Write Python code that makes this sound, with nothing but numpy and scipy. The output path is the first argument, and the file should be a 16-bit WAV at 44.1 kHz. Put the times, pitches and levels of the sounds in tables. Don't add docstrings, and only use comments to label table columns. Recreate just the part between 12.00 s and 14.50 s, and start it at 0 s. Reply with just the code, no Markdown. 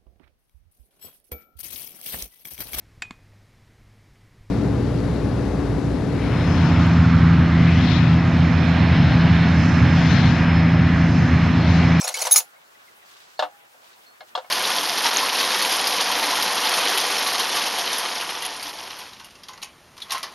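import sys
import numpy as np
from scipy import signal
from scipy.fft import rfft, irfft
from scipy.io import wavfile
from scipy.ndimage import uniform_filter1d, minimum_filter1d

SR = 44100
rng = np.random.default_rng(int(sys.argv[2]) if len(sys.argv) > 2 else 0)


def digitize_waveform(pressure):
    field = np.atleast_2d(pressure).T
    bounded = np.clip(field, -1, 1)
    quanta = np.round(bounded * 32767).astype(np.int16)
    wavfile.write(sys.argv[1], SR, quanta)


N = 110250


def undb(db):
    return 10 ** (np.asarray(db) / 20)


def table(rows, hz):
    rows = np.array(rows, float)
    return np.interp(np.log(hz + 1), np.log(rows[:, 0] + 1), rows[:, 1])


def unit(x):
    return x / np.sqrt(np.mean(x ** 2))


def coloured(x, rows):
    gain = undb(table(rows, np.fft.rfftfreq(N, 1 / SR)))
    return unit(irfft(rfft(x) * gain, N))


def clock(length):
    return np.arange(int(length * SR)) / SR


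def add(out, start, x):
    i = int(start * SR)
    out[i:i + len(x)] += x[:N - i]


def fall(t, t60):
    return np.exp(-np.log(1000) * t / t60)


DAMPED_T60_S = 0.028


def touch(t, rise, free):
    return np.clip(t / max(rise, 1e-4), 0, 1) * fall(np.maximum(t - free, 0), DAMPED_T60_S)


# pitch in Hz, level in dB.
AIR_COLOUR = [(15, -53.5), (25, -20.5), (200, -10.5), (236, -9.5), (591, -4), (677, -2.5), (1560, -3.5),
              (2050, -8.5), (2610, -9.5), (11000, -16), (16000, -16.5)]
# pitch in Hz, side level minus mid level in dB.
AIR_SIDE = [(60, -2.5), (110, -10.5), (200, -2), (380, 2), (700, 4), (1290, 3.5), (2380, 6), (4400, -1),
            (8120, -4.5), (15000, -2.5)]
AIR_DB = -56.5
AIR_FLICKER_DB, AIR_FLICKER_S = 1.5, .03


def air():
    hz, out = np.fft.rfftfreq(N, 1 / SR), 0
    mid, side = rfft(rng.standard_normal((2, N))) * undb(table(AIR_COLOUR, hz))
    side = side * undb(table(AIR_SIDE, hz))
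    ports = np.array([mid + side, mid - side])
    band = np.clip(np.floor(np.log2(hz / 250 + 1e-9)), 0, 5)
    size = int(AIR_FLICKER_S * SR)
    for k in range(6):
        slow = uniform_filter1d(uniform_filter1d(rng.standard_normal(N), size), size)
        out = out + irfft(ports * (band == k), N) * undb(AIR_FLICKER_DB * unit(slow))
    return out * undb(AIR_DB) / np.std(out.mean(axis=0))


# start in seconds, first pitch in Hz, last pitch in Hz, level in dB, length in seconds.
CHIRPS = [(0.548, 2073, 2250, -58, 0.037), (0.745, 1986, 1944, -57, 0.022), (0.868, 2200, 1926, -54, 0.041),
          (1.012, 2030, 1860, -58, 0.035), (1.371, 3950, 4760, -50, 0.023), (1.386, 4530, 3650, -54, 0.016),
          (1.932, 3580, 4800, -55.5, 0.016)]


def chirps():
    out = np.zeros(N)
    for start, first_hz, last_hz, level_db, length in CHIRPS:
        n = int(length * SR)
        cycles = np.cumsum(np.linspace(first_hz, last_hz, n)) / SR
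        add(out, start, undb(level_db) * np.hanning(n) ** .5 * np.sin(2 * np.pi * cycles))
    flicker_db = 4.4 * unit(uniform_filter1d(rng.standard_normal(N), size=130))
    return out * undb(flicker_db)


# middle in seconds, level in dB, length in seconds.
RUSTLE = [(.87, -59, 0.13), (1.141, -55, 0.15), (1.21, -55, .14), (1.33, -57.5, 0.067), (1.854, -55, 0.062),
          (1.928, -58, 0.069), (2.04, -58.5, 0.043), (2.287, -55.5, 0.025), (2.477, -61.5, 0.076)]
RUSTLE_HZ, RUSTLE_WIDTH_HZ = 3320, 4200


def rustle():
    grain_db = 1.9 * unit(uniform_filter1d(rng.standard_normal(N), 150))
    grains = rng.standard_normal((2, N)) * undb(grain_db)
    b, a = signal.iirpeak(RUSTLE_HZ, RUSTLE_HZ / RUSTLE_WIDTH_HZ, SR)
    cloth = unit(signal.lfilter(b, a, signal.lfilter(b, a, grains)))
    t, power = np.arange(N) / SR, np.zeros(N)
    for middle, level_db, length in RUSTLE:
        power += undb(2 * level_db) * np.exp(-(2 * (t - middle) / length) ** 2)
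    return cloth * np.sqrt(power)


# start in seconds, level in dB.
THUMPS = [(0.31, -59.5), (.350, -51), (1.42, -62)]
THUMP_HZ, THUMP_T60_S = 150, 0.067


def thumps():
    env, t = np.zeros(N), clock(.15)
    for start, level_db in THUMPS:
        add(env, start, undb(level_db) * np.minimum(t / 0.00818, 1) * fall(t, THUMP_T60_S))
    bass = signal.butter(2, [THUMP_HZ / 4, THUMP_HZ], "band", fs=SR, output="sos")
    mid, side = signal.sosfilt(bass, rng.standard_normal((2, N)))
    return unit(np.array([mid + .5 * side, mid - .5 * side])) * env


STRIKE_SCATTER_DB = 2


def struck(mode_hz, modes, hits):
    out, hz = np.zeros(N), np.array(mode_hz)[:, None]
    mode_db, t60 = np.array(modes, float).T[:, :, None]
    for start, level_db, rise, free, tilt in hits:
        t = clock(free + .05)
        chance = rng.standard_normal((2, len(hz), 1))
        tilt_db = tilt * np.log2(hz / hz[0])
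        gain = undb(level_db + mode_db + tilt_db + STRIKE_SCATTER_DB * chance[0])
        phase = 2 * np.pi * hz * (t + int(start * SR) / SR) + .5 * chance[1]
        ringing = (gain * fall(t, t60) * np.sin(phase)).sum(axis=0)
        add(out, start, touch(t, rise, free) * ringing)
    return out


BOX_HZ = [516, 625, 730, 816, 900, 1000, 1140, 1230, 1435, 1700, 2150, 2850, 3290, 3650, 4070, 4334, 5050]
# level in dB, time to fall 60 dB in seconds.
BOX_MODES = [(-10, 0.12), (-11.5, 0.13), (-10.5, 0.18), (-25.5, 0.82), (-13.5, 0.12), (-15.5, 0.055),
             (-17, 0.097), (-18.5, .1), (-15.5, 0.15), (-14.5, 0.11), (-24.5, 0.13), (-12, 0.069),
             (-16.5, 0.033), (-10, 0.0377), (-13.5, 0.089), (-16, .1), (-19.5, 0.077)]
# start in seconds, level in dB, rise in seconds, free ringing in seconds, tilt in dB per octave.
BOX_HITS = [(0.015, -28, 0.0068, 0.063, -26), (0.045, -27.5, 0.0005, .2, -3),
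            (0.072, -31.5, 0.00061, 0.2316, 3.5), (.095, -30, 0.00072, 0.25, 1.5),
            (0.144, -48, 0.01, 0.203, 10), (.172, -30.5, 0.00085, 0.15, 1), (.205, -36, 0.00061, 0.41, 2.5),
            (0.224, -30, 0.0028, 0.1864, 1), (0.25, -27.5, 0.00058, 0.062, 0),
            (0.269, -24.5, 0.00093, 0.03, 1.5), (0.312, -36, 0.0075, 0.027, -7.5),
            (0.362, -34, 0.0029, 0.031, 7), (0.376, -37.5, 0.0012, 0.027, -2),
            (0.402, -35, 0.0024, 0.095, 3.5), (1.392, -18, 0.0011, 0.025, 0.5),
            (1.423, -16, 0.0011, 0.32, -4), (1.433, -30, 0.0016, 0.25, -2.5),
            (1.743, -48, 0.0017, 0.072, -6), (2.206, -36, 0.00063, 0.034, -2),
            (2.352, -26, 0.00091, 0.017, 2.5), (2.375, -23.5, 0.00071, .3, -1.5),
            (2.443, -39.5, 0.0041, 0.075, -4.5)]


def box_ringing():
    return struck(BOX_HZ, BOX_MODES, BOX_HITS)


# pitch in Hz, level in dB.
CRACK_COLOUR = [(120, -57), (200, -16.5), (424, -22.5), (500, -9.5), (647, 1.5), (1450, -9), (2510, -23),
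                (2750, -12.5), (3560, -9.5), (4770, -19), (16000, -50.5)]
CRACK_DB, CRACK_SPLIT_HZ = -2.5, 2600
CRACK_LOW_T60_S, CRACK_HIGH_T60_S = .12, 0.098


def cracks():
    low_power, high_power, t = np.zeros(N), np.zeros(N), clock(.3)
    noise = coloured(rng.standard_normal(N), CRACK_COLOUR)
    low = signal.sosfiltfilt(signal.butter(4, CRACK_SPLIT_HZ, fs=SR, output="sos"), noise)
    for start, level_db, rise, free, tilt in BOX_HITS:
        contact = undb(level_db) * touch(t, rise, free)
        add(low_power, start, (contact * fall(t, CRACK_LOW_T60_S)) ** 2)
        add(high_power, start, (contact * undb(1.7 * tilt) * fall(t, CRACK_HIGH_T60_S)) ** 2)
    return undb(CRACK_DB) * (low * np.sqrt(low_power) + (noise - low) * np.sqrt(high_power))


# start in seconds, level in dB, rise in seconds, length in seconds.
RATTLE = [(0, -35.5, 0.00033, 0.012), (0.0106, -35, 0.0005, 0.0096), (0.026, -36.5, .001, .016),
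          (0.04, -38, 0.0062, 0.048), (0.076, -25.5, 0.0032, 0.0043), (0.087, -27.5, 0.00067, 0.0062),
          (0.104, -43, .002, 0.029), (0.139, -35.5, 0.002, 0.022), (0.162, -32.5, 0.0052, 0.014),
          (0.185, -32, 0.00179, 0.011), (0.197, -33.5, 0.0049, .014), (0.214, -27.5, .006, .015),
          (0.237, -32.5, 0.0031, 0.009), (0.25, -31, 0.0013, 0.02), (0.27, -27, .003, 0.0046),
          (0.278, -40.5, 0.0028, 0.03), (0.309, -29, .001, 0.0066), (0.313, -40.5, 0.0026, 0.0097),
          (0.333, -38, 0.0023, 0.017), (0.346, -30, .002, 0.0058), (0.357, -20.5, 0.0011, 0.0064),
          (0.371, -30, 0.0014, 0.017), (0.396, -35, 0.0011, 0.011), (0.412, -53, .001, 0.018)]
# pitch in Hz, level in dB.
RATTLE_COLOUR = [(180, -49), (300, -12.5), (774, 3), (1840, -5.5), (2170, 0), (3290, -6), (4230, -1),
                 (6200, 2.5), (7570, -5.5), (10600, -4), (16000, -17)]
PINGS_PER_S, PING_T60_S, PING_DB = 4500, .035, 4
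RATTLE_SIZES_DB = 2.5


def rattle():
    pings, t, end = np.zeros(N), clock(PING_T60_S), .5
    for when, pitch, size in rng.random((8000, 3)):
        start = when * 8000 / PINGS_PER_S
        if start < end:
            gain = undb(-RATTLE_SIZES_DB * np.log(1 - size))
            tone = np.sin(2 * np.pi * (300 + 15500 * pitch) * t)
            add(pings, start, gain * fall(t, PING_T60_S) * tone)
    boost_db = RATTLE_SIZES_DB * np.minimum(rng.exponential(size=N), 4)
    clicks = rng.standard_normal(N) * undb(boost_db)
    power = np.zeros(N)
    for start, level_db, rise, length in RATTLE:
        add(power, start, (undb(level_db) * touch(clock(length + .05), rise, length)) ** 2)
    swarm = undb(PING_DB) * pings / np.std(pings[:int(end * SR)]) + unit(clicks)
    return coloured(swarm, RATTLE_COLOUR) * np.sqrt(power)


# start in seconds, pitch in Hz, level in dB, free ringing in seconds.
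TINKS = [(.013, 7700, -23.5, 0.0082), (.041, 5490, -26.5, 0.022), (.045, 6830, -23.5, 0.023),
         (.077, 4390, -25.5, 0.014), (.171, 3067, -29.5, 0.032), (.180, 4520, -33, 0.018),
         (.194, 10800, -34, 0.011), (.205, 8300, -26, 0.018), (.220, 4330, -22, 0.0099),
         (.221, 6300, -22.5, 0.0075), (.254, 6100, -24, 0.0067), (.268, 6310, -27, 0.0071),
         (.269, 8100, -26.5, .005), (2.063, 4306, -50.5, 0.083), (.46, 1420, -55, 0.066),
         (.675, 4480, -57.5, 0.0088), (1.16, 1145, -50, 0.017), (2.206, 4290, -49, 0.027),
         (2.206, 2155, -43.5, 0.029), (2.206, 1682, -39, 0.012), (2.351, 945, -19, 0.004),
         (1.393, 1702, -33, 0.012), (1.424, 1182, -25, .016), (1.424, 621, -26.5, 0.026),
         (1.429, 303, -39.5, 0.055), (2.206, 5120, -53.5, .02), (2.206, 620.5, -44.5, 0.044),
         (2.351, 1170, -23, 0.019), (2.351, 3303, -22.5, 0.007), (1.393, 615, -18.5, 0.023),
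         (.319, 3870, -16, 0.005), (.143, 2248, -24, .018), (.268, 979, -21, 0.0088),
         (2.445, 2195, -48.5, 0.016)]
TINK_T60_S = 0.08


def tinks():
    out = np.zeros(N)
    for start, hz, level_db, free in TINKS:
        t = clock(free + .05)
        tone = fall(t, max(TINK_T60_S, 4 * free)) * np.sin(2 * np.pi * hz * t)
        add(out, start, undb(level_db) * touch(t, 0.0011, free) * tone)
    return out


SOCKET_HZ = [2170, 2573, 4113, 4344, 6783, 8500, 9313, 10790]
# level in dB, time to fall 60 dB in seconds.
SOCKET_MODES = [(-0.5, 0.074), (-11, 0.12), (-5, 0.101), (-3.5, .03), (8, .06), (-13.5, 0.037),
                (-2.5, 0.054), (2.5, .11)]
# start in seconds, level in dB, rise in seconds, free ringing in seconds, tilt in dB per octave.
SOCKET_HITS = [(0.141, -25, 0.0016, 0.072, -3), (0.214, -28, .002, 0.027, 0)]


def big_socket():
    return struck(SOCKET_HZ, SOCKET_MODES, SOCKET_HITS)


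LONG_HZ = [3770, 6300, 6445, 6560, 9995, 10100, 10760, 11620, 12990, 14710, 15470]
SHORT_HZ = [4274, 5206, 6510, 6852, 8323, 9328, 10256, 10855, 12040, 12765, 13560, 15470]
# level in dB, time to fall 60 dB in seconds.
LONG_MODES = [(-15.5, 0.11), (-15.5, 0.18), (-8, .12), (-15.5, 0.089), (-8.5, 0.1), (0, 0.26), (-24, 0.24),
              (-24, 0.091), (-24, 0.13), (-16.5, 0.34), (-24, .2)]
SHORT_MODES = [(-19.5, .1), (-3, 0.059), (-14, 0.098), (-0.5, 0.0866), (-12.5, 0.13), (-1, 0.064),
               (-1, 0.051), (-17.5, 0.078), (-14.5, .4), (-12.5, 0.081), (-15, 0.11), (-12.5, .15)]
# start in seconds, level in dB, rise in seconds, free ringing in seconds, tilt in dB per octave.
LONG_HITS = [(0.039, -21.5, 0.0045, 0.019, -4), (0.089, -17.5, 0.00079, 0.0072, -8),
             (0.311, -15, 0.0011, 0.009, 1.5), (0.318, -14, 0.0012, 0.0045, 6.5),
             (0.323, -9, 0.005, 0.007, 6.5), (.336, -15, 0.0035, 0.0043, 3.5),
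             (0.348, -19, 0.0018, .008, -9), (0.362, -11, 0.0011, 0.029, -2), (0.376, -20, 0.0025, .028, 1),
             (.405, -45, 0.0033, 0.05, 2)]
SHORT_HITS = [(0.083, -25, .001, 0.025, -13), (0.219, -29, 0.002008, 0.0085, 1.5),
              (0.36, -5.5, 0.00067, 0.03, -3.5), (0.377, -21.5, .001, 0.019, -1),
              (.404, -38.5, 0.0028, 0.034, 0.5)]


def wrenches():
    return struck(LONG_HZ, LONG_MODES, LONG_HITS) + struck(SHORT_HZ, SHORT_MODES, SHORT_HITS)


# pitch in Hz, level in dB.
CRASH_COLOUR = [(2500, -17), (4500, -6.5), (6500, 0), (8500, -9.5), (10500, 1.5), (13000, -4),
                (16000, -10.5)]
CRASH_DB = -13


def crash():
    power = np.zeros(N)
    for start, level_db, rise, free, tilt in LONG_HITS + SHORT_HITS:
        contact = touch(clock(free + .05), rise, free)
        add(power, start, (undb(level_db + tilt) * contact) ** 2)
    return undb(CRASH_DB) * coloured(rng.standard_normal(N), CRASH_COLOUR) * np.sqrt(power)


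ECHO_DB, ECHO_T60_S = -13, .1


def placed(x, phase, balance):
    hz, sign = np.fft.rfftfreq(N, 1 / SR), np.array([[.5], [-.5]])
    lead = np.interp(hz, *np.array(phase).T)
    direct = irfft(rfft(x) * undb(sign * table(balance, hz)) * np.exp(1j * sign * lead), N)
    t = clock(.3)
    tail = rng.standard_normal((2, len(t))) * fall(t, ECHO_T60_S) * (t > .004)
    tail = tail / np.sqrt(np.sum(tail ** 2, axis=1, keepdims=True))
    return direct + undb(ECHO_DB) * signal.fftconvolve(x[None], tail, axes=1)[:, :N]


# pitch in Hz, lead of the left port in radians.
TOOL_PHASE = [(0, -1.1), (4390, -0.47), (6030, -0.1), (7410, -0.82), (7750, -0.2), (8350, 0.81), (9040, 1),
              (10100, 0.8), (10900, 0.15), (12600, -0.24), (13600, -0.736), (14500, -1), (15400, -1.2),
              (16000, -0.19)]
BOX_PHASE = [(0, 0.94), (1460, 0.6), (1890, -1.8), (2410, 0.5), (3790, 0.038), (4740, 0.065), (7490, 0.4),
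             (9390, 1), (12800, 0), (16000, -0.38)]
# pitch in Hz, left level minus right level in dB.
TOOL_BALANCE = [(60, 4.5), (110, 2), (200, 20.5), (380, 7.5), (700, 6.5), (1290, 1), (2380, -1),
                (4400, -0.5), (8120, -0.5), (15000, 2.5)]
BOX_BALANCE = [(60, 4.5), (110, 4.12), (200, 4.0), (380, 1.5), (700, 1.9), (1290, 2.5), (2380, 0.83),
               (4400, 1.05), (8120, 0.5), (15000, 1.0)]
BASS_CUT_HZ = 380


def metal():
    small, late = tinks(), np.arange(N) > SR
    tools = wrenches() + big_socket() + crash() + small * ~late + rattle()
    box = box_ringing() + cracks() + small * late
    both = placed(tools, TOOL_PHASE, TOOL_BALANCE) + placed(box, BOX_PHASE, BOX_BALANCE)
    return signal.sosfilt(signal.butter(3, BASS_CUT_HZ, "high", fs=SR, output="sos"), both)


def scene():
    return air() + chirps() + rustle() + thumps() + metal()


TOP_HZ = 15850


def record(dry):
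    room = np.minimum(.93 / (np.abs(dry).max(axis=0) + 1e-9), 1)
    gain = uniform_filter1d(minimum_filter1d(room, size=89), size=45)
    return signal.sosfilt(signal.ellip(12, .2, 85, TOP_HZ, fs=SR, output="sos"), dry * gain)


dry = scene()
out = record(dry)
digitize_waveform(out)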